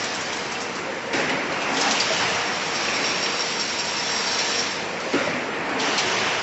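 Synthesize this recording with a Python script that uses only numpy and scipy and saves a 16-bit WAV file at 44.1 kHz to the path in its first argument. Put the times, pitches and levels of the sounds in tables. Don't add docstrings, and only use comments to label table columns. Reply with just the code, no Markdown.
import sys
import numpy as np
from scipy import signal
from scipy.fft import rfft, irfft
from scipy.io import wavfile
from scipy.ndimage import uniform_filter1d

SR = 44100
rng = np.random.default_rng(int(sys.argv[2]) if len(sys.argv) > 2 else 0)


def elevation(decibels):
    levels = np.asarray(decibels, float)
    return 10 ** (levels / 20)


def dump(signal):
    limited = np.clip(np.atleast_2d(signal).T, -1, 1)
    pcm = np.round(limited * 32767).astype(np.int16)
    wavfile.write(sys.argv[1], SR, pcm)


N = 283122

# start in seconds, peak in dB, centre in Hz, guide ringing in dB.
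SLAPS = [(2.4594, -26, 5510, -41), (2.5304, -26, 5480, -45), (2.6509, -22, 4700, -39),
         (2.7482, -17.5, 5730, -34), (2.8394, -22, 5560, -45), (2.9444, -21.5, 5640, -35),
         (3.0453, -19, 5760, -31.5), (3.09, -18, 5500, -36), (3.2257, -20, 5300, -30.5),
         (3.315, -28, 5600, -55.5), (3.395, -18.5, 5500, -30.5), (3.4986, -18, 5600, -49),
         (3.595, -13.5, 5510, -36), (3.6894, -21, 5380, -42), (3.7853, -16, 5540, -32.5),
         (3.879, -19, 5600, -41), (3.9624, -19, 5460, -49), (4.1062, -21, 5520, -40),
         (4.1598, -16, 5470, -48), (4.267, -14, 4740, -48), (4.3151, -14, 5370, -43),
         (4.3852, -12, 5400, -35), (4.4882, -17, 4770, -43), (4.547, -24, 5500, -43),
         (4.583, -15, 5600, -37), (4.6994, -27, 5540, -47)]


def evened(x):
    return x / np.sqrt(np.mean(x ** 2) + 1e-20)


def drift(noise, size):
    return evened(uniform_filter1d(uniform_filter1d(noise, size=size), size=size))


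def along(rows):
    table = np.vstack(rows)
    return np.interp(np.arange(N) / SR, table[:, 0], table[:, 1], left=-120, right=-120)


def add(mix, s, sound):
    part = mix[round(s * SR):][:len(sound)]
    part += sound[:len(part)]


def high_pass(x, hz):
    return signal.sosfilt(signal.butter(2, hz, "high", fs=SR, output="sos"), x)


def resonate(x, hz, width):
    r = np.exp(-np.pi * width / SR)
    return 2 * signal.lfilter([1 - r], [1, -r * np.exp(2j * np.pi * hz / SR)], x).real


def band(noise, hz, width):
    return evened(resonate(resonate(noise, hz, width), hz, width))


def clicks(per_s, spread_db):
    size = elevation(spread_db * np.minimum(rng.exponential(1, N), 4)) * rng.choice([-1, 1], N)
    return evened(size * (rng.random(N) < per_s / SR))


def roar(spectrum, level_db, patchy_db, grain=0, per_s=300, size=512):
    source = rng.standard_normal(N) + grain * clicks(per_s, 1.1)
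    overlap = size * 3 // 4
    hz, t, z = signal.stft(source, SR, nperseg=size, noverlap=overlap)
    patches = uniform_filter1d(rng.standard_normal(z.shape), size=2, axis=0)
    patches = evened(uniform_filter1d(patches, size=14, axis=1))
    f, db = np.transpose(spectrum)
    colour_db = np.interp(np.log(hz + 1), np.log(f), db, left=-90, right=-90)
    z = z * elevation(colour_db[:, None] + patchy_db * patches)
    x = signal.istft(z, SR, nperseg=size, noverlap=overlap)[1][:N]
    return elevation(level_db) * evened(x)


def gear_load():
    # time in seconds, clatter in dB.
    load_steps = [(0.0, -29), (1.127, -32), (1.136, -24), (1.48, -28), (1.86, -23.5), (2.0, -27),
                  (2.25, -24), (2.57, -27.5), (3.09, -27.5), (3.7, -30), (4.35, -28.5), (5.06, -30),
                  (5.115, -32.5), (5.14, -26.5), (5.52, -29.5), (5.78, -26), (6.26, -23.5), (6.42, -26.5)]
    mean_db = -28
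    return along(load_steps) - mean_db


def gear_roar(load):
    # frequency in Hz, level in dB per Hz.
    rumble = [(71, -53), (120, -20.5), (219, -0.5), (440, -4), (464, -10), (592, -6.5), (651, -13.5),
              (1010, -10), (1500, -22.5), (1950, -41), (3300, -120)]
    # frequency in Hz, level in dB per Hz.
    clatter = [(300, -19.5), (520, -10), (700, -6.5), (1050, -9), (1900, -8.5), (2500, -11), (3000, -16.5),
               (3600, -25.5), (4800, -32), (6500, -51.5)]
    low = roar(rumble, -36.5 + 0.38 * load, patchy_db=0.0, grain=0.14, per_s=120, size=1024)
    return low + roar(clatter, -28.5 + 0.95 * load, patchy_db=1.2, grain=0.21, per_s=730)


def wire_hiss():
    # time in seconds, hiss in dB.
    wire_run = [(0.0, -30.5), (1.125, -42), (1.136, -30), (1.42, -38.5), (1.72, -34), (1.8, -27.5),
                (2.2, -27), (2.5, -32), (2.8, -29.5), (3.9, -30), (4.58, -27), (4.95, -38.5), (5.2, -33),
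                (5.55, -43.5), (5.78, -40), (5.8, -29.5), (6.2, -29), (6.42, -33)]
    # frequency in Hz, level in dB per Hz.
    hiss = [(1500, -17), (2500, -2), (3200, -4), (4200, -4.5), (5700, -3), (6600, -10), (7400, -10.5),
            (8600, -32.5)]
    mean_db = -33
    level_db = -34 + 1.184 * (along(wire_run) - mean_db)
    return roar(hiss, level_db, patchy_db=2.2, grain=0.51, per_s=830)


def slaps():
    # start in seconds, peak in dB, centre in Hz, length in seconds.
    last_slaps = [
        (0.038, -17.5, 4640, 0.02),
        (0.145, -20, 5340, 0.023),
        (0.206, -23, 5800, .035),
        (0.325, -21, 6050, .025),
        (0.3594, -26.5, 6500, 0.051),
        (0.514, -23.5, 5960, 0.034),
        (0.5994, -23, 5560, 0.05),
        (0.748, -26, 4780, 0.039),
    ]
    slap_s = 0.032
    slap_hiss, last_hiss = (4900, 2300, 0.72), (5600, 5000, 1.16)  # (Hz, width Hz, share)
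    rows = [(*row, last_hiss) for row in last_slaps]
    rows += [(s, db, hz, slap_s, slap_hiss) for s, db, hz, _ in SLAPS]
    out, t = np.zeros(N), np.arange(4000) / SR
    for s, db, hz, length, (hiss_hz, width, share) in rows:
        noise = rng.standard_normal((2, len(t)))
        chatter = share * band(noise[0], hiss_hz, width) + 0.49 * band(noise[1], hz, 130)
        swell = np.minimum(t / 0.0041, 1) * np.exp(-(t / length) ** 2)
        add(out, s, elevation(db - 12.5) * chatter * swell)
    return out


def spinning_wire():
    # time in seconds, ringing in dB.
    spin = [
        (2.44, -41),
        (2.65, -49),
        (2.9, -38),
        (3.3, -36),
        (3.85, -39.5),
        (4.1, -31),
        (4.4, -34.5),
        (4.58, -33),
        (4.78, -45),
    ]
    # frequency in Hz, width in Hz, level in dB.
    guide = [(3950, 250, -9), (4735, 150, -9), (5510, 75, 0), (5580, 90, -2), (7400, 200, -14)]
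    press_s, press_lag_s = 0.017, 0.016
    clumps = drift(rng.standard_normal(N), 400)
    drive = (clicks(600, 1.7) + 0.5 * rng.standard_normal(N)) * elevation(0.4 * clumps)
    ring = sum(elevation(db) * band(drive, hz, width) for hz, width, db in guide)
    ring = 1.3 * evened(ring / uniform_filter1d(ring ** 2, size=900) ** 0.3)
    t = np.arange(N) / SR
    pressed = sum(elevation(db) * np.exp(-((t - s - press_lag_s) / press_s) ** 2) for s, _, _, db in SLAPS)
    return (elevation(along(spin) - 2.5) + pressed) * ring


def knocks():
    # start in seconds, peak in dB, ring in Hz, t60 in seconds, second ring in Hz.
    hook_knocks = [(1.131, -19, 2290, 0.18, 5300), (1.294, -12.5, 2030, 0.095, 2930),
                   (1.521, -20, 2280, 0.12, 4200), (1.616, -18.5, 2550, 0.31, 6070),
                   (1.769, -13.5, 3300, .09, 7500), (1.811, -9.5, 5150, 0.093, 6700),
                   (1.74, -26, 5020, .12, 7360), (2.0, -9.5, 4700, 0.12, 5470),
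                   (5.131, -17.5, 2050, 0.15, 5320), (5.259, -22.5, 2140, 0.15, 4200),
                   (5.541, -24, 2240, 0.072, 3710), (5.797, -17, 3270, 0.14, 4796),
                   (5.985, -17, 2330, 0.12, 2960)]
    # start in seconds, peak in dB, ring in Hz.
    taps = [
        (0.329, -22, 3260),
        (0.55, -16, 2710),
        (2.581, -25, 2600),
        (2.883, -13.5, 2550),
        (2.965, -13.5, 2150),
        (3.041, -13.5, 2400),
        (3.145, -18.5, 2440),
        (3.225, -18, 2550),
        (3.261, -12, 2750),
        (3.33, -15.5, 2640),
    ]
    # start in seconds, peak in dB, ring in Hz, second ring in Hz.
    clanks = [
        (1.908, -17.5, 3900, 5730),
        (5.978, -16.5, 4000, 5000),
        (5.69, -35, 4500, 4500),
        (5.0, -33, 4300, 4500),
    ]
    blows = [(*row, 0.73) for row in hook_knocks]
    blows += [(s, db, hz, 0.077, hz * 1.15, 0.27) for s, db, hz in taps]
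    blows += [(s, db, hz, 0.16, other_hz, 2.46) for s, db, hz, other_hz in clanks]
    chatter_s, chatter_hz = 0.03, 4460
    out, t = np.zeros(N), np.arange(8000) / SR
    for s, db, hz, t60, other_hz, crack in blows:
        noise, phase = rng.standard_normal((3, len(t))), rng.random()
        rings = 0.55 * np.sin(2 * np.pi * (hz * t + phase)) + 0.3 * np.sin(2 * np.pi * other_hz * t)
        rings += 1.2 * band(noise[1], hz, 460) + 0.16 * band(noise[2], other_hz, 300)
        fall = elevation(-60 * t / t60)
        rattle = crack * band(noise[0], (hz + other_hz) / 2, chatter_hz)
        rattle *= 0.47 * fall + 0.45 * np.exp(-(t / chatter_s) ** 4)
        strike = np.minimum(t / 0.001, 1) * (1 + 0.5 * np.exp(-t / 0.004))
        add(out, s, elevation(db - 12.5) * (rattle + rings * fall) * strike)
    return high_pass(out, 700)


def thuds():
    # start in seconds, peak in dB, ring in Hz, t60 in seconds.
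    frame_blows = [(1.134, -3.5, 328, 0.12), (1.189, -12, 422, 0.36), (1.351, -19, 262, 0.17),
                   (1.518, -12.5, 564, 0.22), (1.679, -10, 880, 0.11), (1.859, -3, 790, 0.084),
                   (1.944, -23.5, 734, 0.09), (2.101, 3.5, 620, 0.095), (2.869, -16, 533, 0.2),
                   (3.023, -5.5, 502, 0.13), (4.748, -13, 376, 0.41), (5.059, -3, 600, 0.099),
                   (5.132, -1, 286, 0.18), (5.194, -9.5, 261, 0.16), (5.269, -5, 570, 0.19),
                   (5.759, -4, 895, 0.085), (6.134, 1, 380, 0.073)]
    out, t = np.zeros(N), np.arange(12000) / SR
    for s, db, hz, t60 in frame_blows:
        noise = rng.standard_normal((2, len(t)))
        body = band(noise[0], hz, 100) + 0.32 * band(noise[1], 440, 300)
        add(out, s, elevation(db - 17) * body * elevation(-60 * t / t60) * np.minimum(t / 0.007, 1))
    return high_pass(out, 170)


def drags():
    advances = [
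        1.13,
        5.13,
    ]
    # time after its start in seconds, length in seconds, Hz, width in Hz, level in dB.
    advance_parts = [(-.3, 0.53, 535, 37.04, -38.5), (0, .35, 253, 33.3, -37.5), (0, 0.04, 394, 238, -30.5),
                     (.03, 0.31, 553.5, 65, -36.5), (0, .36, 2100, 690, -35), (0.54, .3, 269, 48.6, -36),
                     (.5, .42, 829, 250, -35), (.65, .72, 2870, 940, -34), (0, .8, 327, 237.6, -37.5),
                     (0, .3, 148, 80, -42), (1.011, .3, 113, 70, -47.5)]
    # start in seconds, length in seconds, Hz, width in Hz, level in dB.
    single_drags = [(0.099, 1, 895, 78, -53.5), (1.15, 0.18, 860, 82, -44), (1.1, 0.36, 1610, 180, -43),
                    (1.7, 0.29, 1150, 110, -39.5), (1.87, 0.073, 203, 40, -37), (2.2, 0.36, 730, 53, -39),
                    (2.651, 0.82, 1140, 74, -41), (2.85, 0.5, 580, 100, -41.5),
                    (2.77, 0.54, 2430, 800, -35.5), (5.7, .3, 424, 200, -33.5),
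                    (0.77, 0.25, 370, 150, -40.5), (2.9, 0.48, 360, 200, -39.5),
                    (3.699, 0.85, 960, 84, -43), (4.1, 0.73, 1730, 150, -41),
                    (5.135, .035, 295, 250, -25.5), (1.45, 0.16, 275, 76, -42),
                    (5.136, 0.14, 1330, 202, -33), (5.998, .3, 377, 41, -35.5),
                    (5.903, 0.39, 1540, 230, -49)]
    rise, fall = 0.15, 0.29
    cycles = [(start + s, *rest) for start in advances for s, *rest in advance_parts]
    out = np.zeros(N)
    for s, length, hz, width, db in cycles + list(single_drags):
        noise = rng.standard_normal(int(length * SR))
        u = np.linspace(0, 1, len(noise))
        grip = np.clip(np.minimum(u / rise, (1 - u) / fall), 0, 1)
        add(out, s, elevation(db + 0.7) * band(noise, hz, width) * np.sin(np.pi / 2 * grip))
    return high_pass(out, 70)


def whine(load):
    motor_hz = 469.5
    noise = rng.standard_normal((4, N))
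    t = np.arange(N) / SR
    winding = uniform_filter1d(1.0 * (t > 4.1) * (t < 4.9), size=8000)
    level_db = -43.5 - 0.2 * load + 1.7 * drift(noise[3], 3000) + 1.5 * winding
    line_hz = motor_hz + 3.5 * drift(noise[0], 4000)
    line = np.sqrt(2) * np.sin(2 * np.pi * np.cumsum(line_hz) / SR)
    return elevation(level_db) * (0.89 * line + band(noise[1], motor_hz, 52) + 0.75 * band(noise[2], 930.2, 55))


def hall(x):
    t, t60 = np.arange(SR // 2) / SR, 0.6
    echoes = rng.choice([-1, 1], len(t)) * (rng.random(len(t)) < 0.05)
    tail = echoes * elevation(-60 * t / t60) * (t > 0.012)
    return signal.fftconvolve(x, tail / np.linalg.norm(tail))[:N]


def shaking_floor(load):
    # frequency in Hz, level in dB per Hz.
    floor_colour = [(20, -39.5), (40, -20.5), (63, -18), (100, -7), (140, -6), (200, -2), (300, -41)]
    return roar(floor_colour, -45.5 + 0.62 * load, patchy_db=1.5, size=4096)


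def far_machines():
    # frequency in Hz, level in dB per Hz.
    air_colour = [(3000, -9), (4200, 5), (5500, -1.5), (6700, -1.5), (7400, 1.5), (8600, -24)]
    return roar(air_colour, -48.5, patchy_db=3.5)


def scene():
    load = gear_load()
    hits = slaps() + knocks() + thuds()
    machine = gear_roar(load) + wire_hiss() + spinning_wire() + drags() + whine(load)
    mono = machine + hits + elevation(-9) * hall(hits) + shaking_floor(load) + far_machines()
    return np.array([mono, mono])


def narrowed(x):
    window = np.sin(np.pi * (np.arange(1024) + 0.5) / 1024)
    hz, t, z = signal.stft(x, SR, nperseg=len(window), window=window)
    edge_hz = np.repeat(7900 + 85 * rng.standard_normal(len(t)), repeats=4)[:len(t)]
    edge_hz = edge_hz - 300 * (rng.random(len(t)) < 0.09)
    return signal.istft(z * (hz[:, None] < edge_hz), SR, nperseg=len(window), window=window)[1][:, :N]


def side_flickers():
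    # start in seconds, low edge in Hz, high edge in Hz, side level in dB.
    noise_bands = [(.37, 4150, 5160, -49), (1.16, 6200, 7500, -48), (1.37, 5160, 6300, -48),
                   (1.58, 4150, 5200, -49), (2.16, 4130, 5190, -40), (2.16, 6200, 7600, -44),
                   (2.789, 4100, 5770, -38), (3.459, 4550, 6240, -38), (3.97, 4640, 5950, -33),
                   (4.18, 4230, 5170, -38), (5.5, 5600, 6900, -55)]
    side, hz = np.zeros(N), np.fft.rfftfreq(2048, 1 / SR)
    for s, low_hz, high_hz, db in noise_bands:
        noise = irfft(rfft(rng.standard_normal(2048)) * (hz > low_hz) * (hz < high_hz))
        add(side, s, elevation(db) * evened(noise) * np.sin(np.pi * np.arange(2048) / 2048))
    return np.array([side, -side])


def top_cut(x):
    return signal.sosfilt(signal.butter(12, 8970, fs=SR, output="sos"), x)


def record(dry):
    mix = narrowed(dry) + side_flickers()
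    return top_cut(mix)


dry = scene()
out = record(dry)
dump(out)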